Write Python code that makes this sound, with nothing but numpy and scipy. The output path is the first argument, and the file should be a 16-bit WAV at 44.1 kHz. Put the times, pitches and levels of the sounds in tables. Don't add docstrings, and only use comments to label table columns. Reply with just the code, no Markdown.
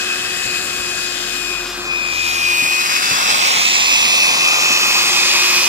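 import sys
import numpy as np
from scipy import signal
from scipy.fft import rfft, irfft, next_fast_len
from scipy.io import wavfile
from scipy.ndimage import uniform_filter1d, map_coordinates

SR = 44100
rng = np.random.default_rng(int(sys.argv[2]) if len(sys.argv) > 2 else 0)


def store_wav(level_fs):
    pcm = np.round(np.clip(np.atleast_2d(level_fs), -1, 1) * 32767)
    wavfile.write(sys.argv[1], SR, pcm.T.astype(np.int16))


N = 250488

PINION_TEETH, WHEEL_TEETH = 7, 29

# (time [s], lag of the left port [ms], how far behind the camera [0-1])
BEARING_PATH = [(0, -0.11, 0.86), (1.2, -0.089, 0.82), (1.6, -0.097, 0.63), (1.95, 0.24, 0.47),
                (2.6, 0.373, 0.13), (3.1, 0.396, 0.23), (3.45, 0.343, 0.1), (3.9, 0.23, 0.13),
                (4.7, 0.16, 0.25), (5.68, 0.071, 0.3)]
# (time [s], digging load [0-1], rotor hum before trim [dB])
WORK_PATH = [(0, .25, -38), (.7, .15, -38.5), (1.1, 0, -36.5), (1.6, 0, -34), (2.1, 0, -38.5),
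             (2.8, .1, -38.5), (3.1, 1, -44), (3.7, 1, -46), (4.5, 1, -44), (4.9, .8, -38), (5.3, .35, -33),
             (5.68, .35, -34)]
# (time [s], soil rumble [dB], fan rush [dB], fine grit [dB])
CHURN_LEVELS = [(0, -34, -24, -25.5), (.6, -31, -24.5, -25), (1.35, -34.5, -24, -28),
                (1.93, -29.5, -29.5, -39.5), (2.25, -29, -21, -31.5), (2.7, -26, -19.5, -27.5),
                (3.25, -20, -16, -26.5), (3.75, -23.5, -14, -29.5), (4.5, -23, -15.5, -28),
                (5.1, -23, -14, -24.5), (5.68, -22, -14, -25.5)]


def amp(db):
    return 10 ** (np.asarray(db) / 20)


def unit(x):
    return x / np.sqrt(np.mean(x ** 2) + 1e-20)


def curves(rows):
    s, *cols = np.transpose(rows)
    return [np.interp(np.arange(N) / SR, s, c) for c in cols]


def wobble(rate):
    knots = rng.standard_normal(int(N * rate / SR) + 4)
    return unit(map_coordinates(knots, [np.arange(N) * rate / SR]))


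def filtered(x, response):
    m = next_fast_len(N + 8192)
    return irfft(rfft(x, m) * response(np.fft.rfftfreq(m, 1 / SR)), m)[..., :N]


def along(points, hz):
    f, db = np.transpose(points)
    return amp(np.interp(np.log(hz + 1), np.log(f), db))


def colour(x, points):
    return filtered(x, lambda hz: along(points, hz))


def behind():
    return np.clip(curves(BEARING_PATH)[1], 0, 1)


def digging():
    return curves(WORK_PATH)[0]


def sag(lag_s=0):
    # (time [s], sag of the shaft [turns/s], half length [s])
    bites = [(.03, 4, .03), (.15, 6, .03), (.34, 5.5, .035), (.52, 6.5, .05), (1.22, 2, .04),
             (2.13, 2.5, .04), (2.655, 6.5, .035), (2.91, 2.5, .025), (3.36, 3.5, .04), (3.58, 6.5, .06),
             (3.82, 7, .075), (4.06, 8.5, .055), (4.31, 9.5, .065), (4.575, 8.5, .075), (4.84, 3.5, .05)]
    t = np.arange(N) / SR - lag_s
    return sum(hz * np.exp(-((t - s) / half) ** 2) for s, hz, half in bites)


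def shaft():
    # (time [s], speed [turns/s])
    free_speed = [(0, 365), (.24, 366.5), (.45, 364.5), (.66, 363.3), (.78, 359.8), (1, 359.8),
                  (1.1, 357.8), (1.32, 358.2), (1.42, 356.2), (1.95, 355), (2.3, 352.3), (2.5, 353),
                  (2.6, 356.5), (2.8, 358.3), (2.93, 359), (3.1, 372), (3.22, 367), (3.46, 369.5),
                  (3.7, 368), (3.95, 365.3), (4.2, 366.5), (4.45, 365), (4.73, 365), (4.94, 361.3),
                  (5.02, 358.8), (5.15, 358.5), (5.35, 356.2), (5.47, 357.7), (5.68, 356.7)]
    hz = curves(free_speed)[0] - sag()
    unsteady = 1 + .0007 * wobble(14) + .0009 * wobble(45)
    return np.cumsum(hz * unsteady) / SR


def spread(excite, spectrum):
    # (frequency [Hz], level [dB])
    scatter_share = [(100, -26), (600, -11), (1200, -5), (1900, 0), (2900, -6), (3600, -3.5), (5000, 1),
                     (8000, 0), (14000, 6)]
    facing_db = -11
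    scatter = amp(facing_db * (0.5 - behind())) * colour(excite[1:], scatter_share)
    return unit(colour(excite[0] + scatter, spectrum))


def crumbs(rate, size_db):
    hits = rng.random((3, N)) < rate / SR
    sizes = amp(size_db * np.minimum(rng.exponential(size=(3, N)), 4))
    impacts = unit(hits * sizes * rng.standard_normal((3, N)))
    sliding = rng.standard_normal((3, N))
    return impacts + sliding


def partial(turns, multiple, flutter_db, wander):
    phase = 2 * np.pi * (multiple * turns + rng.random())
    sway_db = .5 * np.array([wobble(20.8), wobble(3.8)])
    level = amp(flutter_db * wobble(35) + sway_db)
    return np.sqrt(2) * level * np.sin(phase + wander * wobble(60))


def drone():
    # (time [s], pitch [Hz], level [dB], mean octave level [dB])
    drone_path = [(0, 43.5, -56, -60), (.9, 43.5, -51.5, -53), (1.6, 44, -43.5, -60), (2, 45, -45, -58),
                  (2.15, 45.5, -46, -48), (2.5, 46, -48, -48.5), (2.7, 46, -52, -57),
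                  (3.05, 46.5, -64, -72), (3.27, 47, -50, -63), (3.6, 45, -65, -75), (4.5, 45, -70, -78),
                  (5.68, 44, -74, -82)]
    hz, db, octave_db = curves(drone_path)
    phase = 2 * np.pi * np.cumsum(hz) / SR
    octave = amp(octave_db + 2 * wobble(3)) * np.sin(2 * phase)
    return np.sqrt(2) * (amp(db) * np.sin(phase) + octave)


def breeze():
    # (frequency [Hz], relative level [dB])
    wind_spectrum = [(25, -8), (45, -11), (80, 12), (150, -12), (400, -40)]
    away_db, facing_db = -47.5, -84
    level_db = facing_db + (away_db - facing_db) * behind()
    gusts_db = 1.4 * wobble(8.4)
    return amp(level_db + gusts_db) * unit(colour(rng.standard_normal((2, N)), wind_spectrum))


def bumps():
    # (time [s], peak level [dB])
    thuds = [(.47, -32.5), (.72, -50), (.8, -39), (3.12, -32.5)]
    t = np.arange(N) / SR
    swell = sum(amp(db) * np.exp(-((t - s) / 0.014) ** 2) for s, db in thuds)
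    spectrum = [(25, -24), (55, -2), (200, -6), (600, -13), (2000, -70)]
    return swell * unit(colour(rng.standard_normal(N), spectrum))


def housing():
    # (frequency [Hz], relative level [dB])
    frame_spectrum = [(28, -40), (60, -34), (110, -7), (170, -1), (260, 1), (450, -5.5), (800, -4.5),
                      (2000, -45)]
    # (time [s], onset level [dB])
    jolt_list = [(2.624, -30.5), (3.105, -30), (3.321, -31.5), (4.03, -34), (4.7, -29)]
    jolt_decay_s = 0.038
    t = np.arange(N) / SR
    jolts = sum(amp(db) * (t > s) * np.exp(-np.abs(t - s) / jolt_decay_s) for s, db in jolt_list)
    sway_db = .8 * wobble(14)
    rumble = amp(-40.5 + 2.4 * digging() + sway_db)
    return np.hypot(rumble, jolts) * spread(rng.standard_normal((3, N)), frame_spectrum)


def clods():
    # (time [s], peak level [dB])
    clod_list = [(2.64, -20), (3.305, -14), (4.73, -18)]
    half_s = 0.011
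    t = np.arange(N) / SR
    burst = sum(amp(db) * np.exp(-((t - s) / half_s) ** 2) for s, db in clod_list)
    spectrum = [(150, -20), (500, -9), (2500, 5), (6000, 8), (10000, -2), (15000, -34)]
    return burst * spread(crumbs(rate=2500, size_db=3.5), spectrum)


def churn(turns):
    # (frequency [Hz], relative level [dB])
    soil_spectrum = [(150, -29), (400, -24.5), (530, -11), (660, -11), (780, -5), (950, -1), (1080, 2),
                     (1200, 3), (1420, -3), (1700, -8.5), (2200, -4.5), (5000, -59)]
    fan_spectrum = [(600, -45), (1100, -20), (1500, -5), (2100, 2.5), (2600, 6.8), (2950, 1.5), (3400, 3.5),
                    (4300, 3.5), (5200, 4), (7000, -1.5), (7600, -1.5), (8000, -10.5), (10000, -23)]
    grit_spectrum = [(3000, -51), (6500, 1.5), (8400, 13), (10100, 8), (11300, 6), (12300, 7.5), (13700, 2),
                     (15500, -8)]
    shaft_depth, wheel_depth, chatter_db = .09, .025, .5
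    bite_soil_db = 0.18
    soil_db, fan_db, grit_db = curves(CHURN_LEVELS)
    lumps_db = .3 * wobble(35)

    wheel = turns * PINION_TEETH / WHEEL_TEETH
    pulse = 1 + shaft_depth * np.sin(2 * np.pi * turns) + wheel_depth * np.sin(2 * np.pi * wheel)
    pulse = pulse * amp(chatter_db * wobble(300))
    air = spread(pulse * rng.standard_normal((3, N)), fan_spectrum)
    fan = amp(fan_db + 0.36 + lumps_db) * air

    soil_level = amp(soil_db + 1.65 + bite_soil_db * sag() + lumps_db)
    soil = soil_level * spread(crumbs(rate=2000, size_db=1.5), soil_spectrum)

    grit_level = amp(grit_db + 3.0 + .7 * wobble(26))
    grit = grit_level * spread(crumbs(rate=14000, size_db=2.5), grit_spectrum)
    return fan + soil + grit


def motor(turns):
    # (time [s], third multiple of the mesh rate [dB], commutator [dB])
    singing = [(0, -42, -48), (.6, -31, -46.5), (1.5, -31.5, -46), (2, -45, -50), (2.55, -36, -39.5),
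               (3.05, -41, -46), (3.4, -28, -47), (3.9, -34, -42.5), (4.9, -32, -39), (5.2, -30.5, -33.5),
               (5.68, -30, -33.5)]
    # (multiple of the shaft rate, running light [dB], digging [dB])
    hum_overtones = [(2, -48, -42), (3, -47.5, -35)]
    # (multiple of the shaft rate, level relative to the untrimmed fan rush [dB])
    blade_tones = [(8, -17.5), (9, -24), (10, -22), (12, -22), (14, -23), (16, -22), (19, -22)]
    commutator_order = 38
    load, hum_db = curves(WORK_PATH)
    fan_db = curves(CHURN_LEVELS)[1]
    overtone_db, commutator_db = curves(singing)
    shake = .25 + .35 * load

    tone = amp(hum_db - 2.0) * partial(turns, 1, flutter_db=2.5, wander=shake)
    for k, light, heavy in hum_overtones:
        level = amp(light + load * (heavy - light))
        tone = tone + level * partial(turns, k, flutter_db=2.0, wander=shake)
    for k, db in blade_tones:
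        tone = tone + amp(fan_db + db) * partial(turns, k, flutter_db=3, wander=.3)
    overtone = partial(turns, 3 * PINION_TEETH, flutter_db=1.5, wander=.4 + .4 * load)
    commutator = partial(turns, commutator_order, flutter_db=2, wander=.8 + load)
    return tone + amp(overtone_db) * overtone + amp(commutator_db) * commutator


def gears(turns):
    # (time [s], level [dB])
    whine_levels = [(0, -17), (.05, -24), (.12, -15.5), (.18, -24), (.3, -20), (.38, -21.5), (.46, -21),
                    (.56, -17.5), (.62, -26.5), (.72, -24), (.85, -24.5), (1.02, -24), (1.1, -28),
                    (1.22, -31), (1.44, -26), (1.57, -26), (1.71, -34), (1.82, -33), (1.91, -19),
                    (2.05, -21), (2.2, -20), (2.35, -19), (2.44, -15.5), (2.63, -16), (2.75, -18),
                    (2.85, -21.5), (3.02, -23), (3.14, -21.5), (3.3, -20), (4.3, -13), (5, -17), (5.3, -16),
                    (5.68, -18)]
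    # (time [s], left minus right [dB])
    port_lean = [(0, -4), (1, 4), (1.5, 12.5), (1.8, 2), (2, 8), (2.6, 7), (3, 5.5), (3.4, -7.5),
                 (4.5, -0.5), (5.3, -5), (5.68, -9.5)]
    # (multiple of the mesh rate, sideband [wheel turns],
    # level running light [dB], level digging [dB])
    mesh_lines = [(1, -2, -23, -14), (1, -1, -13.5, -10), (1, 0, -.4, -1.8), (1, 1, -12, -5.5),
                  (1, 2, -17, -14), (2, -1, -21.5, -15.5), (2, 0, -18.5, -15), (2, 1, -24, -20),
                  (3, -1, -25, -22)]
    choke_db, choke_lag_s = 0.3, 0.0099
    pivot_db, follow = -21.5, 0.27
    runout_bend = .7
    level_db = curves(whine_levels)[0] - choke_db * sag(choke_lag_s) + .6 * wobble(16)
    lean_db, load = curves(port_lean)[0], digging()
    slack = (.2 + .13 * load) * wobble(70)
    overtone_db = (follow - 1) * (level_db - pivot_db)

    tone = 0
    for k, side, light, heavy in mesh_lines:
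        phase = 2 * np.pi * PINION_TEETH * (k + side / WHEEL_TEETH) * turns + k * slack
        bend = runout_bend * abs(side) + .5 * side * wobble(25)
        line_db = light + load * (heavy - light) + (k > 1) * overtone_db
        tone = tone + amp(line_db) * np.sin(phase + bend)

    port_sway_db = 0.29 * np.array([wobble(22.0), wobble(41)])
    balance = amp(np.array([lean_db, -lean_db]) / 2 + port_sway_db)
    chatter = amp((.4 + .8 * load) * wobble(150) + (.6 + .6 * load) * wobble(30))
    return np.sqrt(2) * amp(level_db - 0.5) * unit(balance) * unit(chatter) * tone


def uneven(x, depth_db):
    z = signal.stft(x, nperseg=512)[2]
    field = rng.standard_normal(z.shape)
    for axis, size in [(1, 5), (1, 3), (2, 60), (2, 14)]:
        field = uniform_filter1d(field, size, axis)
    return signal.istft(z * amp(depth_db * unit(field)), nperseg=512)[1][:, :N]


def ground(x):
    # (time [s], delay [ms], strength at the left port [0-1])
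    echo_path = [(0, 0.035, 0), (1.9, 0.62, 0), (2.3, 0.18, 0.08), (2.55, 0.26, 0.06), (2.85, 0.14, 0),
                 (3.2, 0.18, 0), (3.6, 0.294, 0.2), (4, 0.3, 0.33), (5.68, 0.3, 0)]
    right_share = 0.41
    delay_ms, strength = curves(echo_path)
    at = np.arange(N) - delay_ms * SR / 1000
    share = np.clip(strength * np.array([[1], [right_share]]), 0, 1)
    echo = np.array([map_coordinates(port, [at]) for port in x])
    return (x + share * echo) / np.sqrt(1 + share ** 2)


def ports(x):
    # (frequency [Hz], level [dB])
    shadow = [(800, 0), (1500, -12.5), (2200, -2.5), (3000, -8), (4300, -5), (5700, -4), (7200, -17.5),
              (10000, -15.5), (12500, -18), (14000, -8)]
    # (time [s], cancelling frequency [Hz], strength [0-1])
    reflection = [(0, 4500, 0), (2.3, 4800, 0.04), (2.6, 4600, 0.25), (2.8, 4250, .9), (3.2, 3100, 1),
                  (3.6, 2300, 1), (4, 1980, .85), (4.5, 1800, .75), (5.3, 1560, .35), (5.68, 1480, .25)]
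    width_hz = 620
    hz, t, z = signal.stft(x, SR, nperseg=512, noverlap=384)
    hz = hz[:, None]
    frames = np.minimum(np.round(t * SR).astype(int), N - 1)
    paths = curves(BEARING_PATH) + curves(reflection)
    lag_ms, away, cancel_hz, strength = (c[frames] for c in paths)
    resonance = 1j * hz * width_hz / (cancel_hz ** 2 - hz ** 2 + 1j * hz * width_hz)
    lag = np.exp(-2j * np.pi * hz * lag_ms / 1000)
    left = z[0] * lag * (1 - 2 * np.clip(strength, 0, 1) * resonance)
    right = z[1] * along(shadow, hz) ** np.clip(away, 0, 1)
    return signal.istft(np.array([left, right]), SR, nperseg=512, noverlap=384)[1][:, :N]


def scene():
    # (frequency [Hz], level [dB])
    body_colour = [(400, 17), (900, -17), (1600, 10), (2200, -8), (3000, 4), (5000, -2), (5700, -7),
                   (7000, 2), (9000, -17), (10000, -6), (11400, -31), (15000, -20)]
    # (time [s], rms swing of the whine [dB])
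    shudder_swing = [(2.68, 0), (2.8, 1.2), (3.02, 2.2), (3.16, 0)]
    turns = shaft()
    away = behind()
    noise = ground(uneven(churn(turns) + clods(), depth_db=1.5))
    noise = (1 - away) * noise + away * colour(noise, body_colour)
    shudder_db = curves(shudder_swing)[0] * wobble(65)
    shaken = amp(shudder_db / 2) * noise + amp(shudder_db) * gears(turns)
    machine = shaken + motor(turns) + housing()
    return ports(machine) + drone() + bumps() + breeze()


def record(dry):
    top_hz, bass_hz = 15750, 37
    rounded = dry / (1 + np.abs(dry / .92) ** 8) ** (1 / 8)
    return filtered(rounded, lambda hz: (hz < top_hz) * (1 - np.exp(-(hz / bass_hz) ** 6)))


dry = scene()
out = record(dry)
store_wav(out)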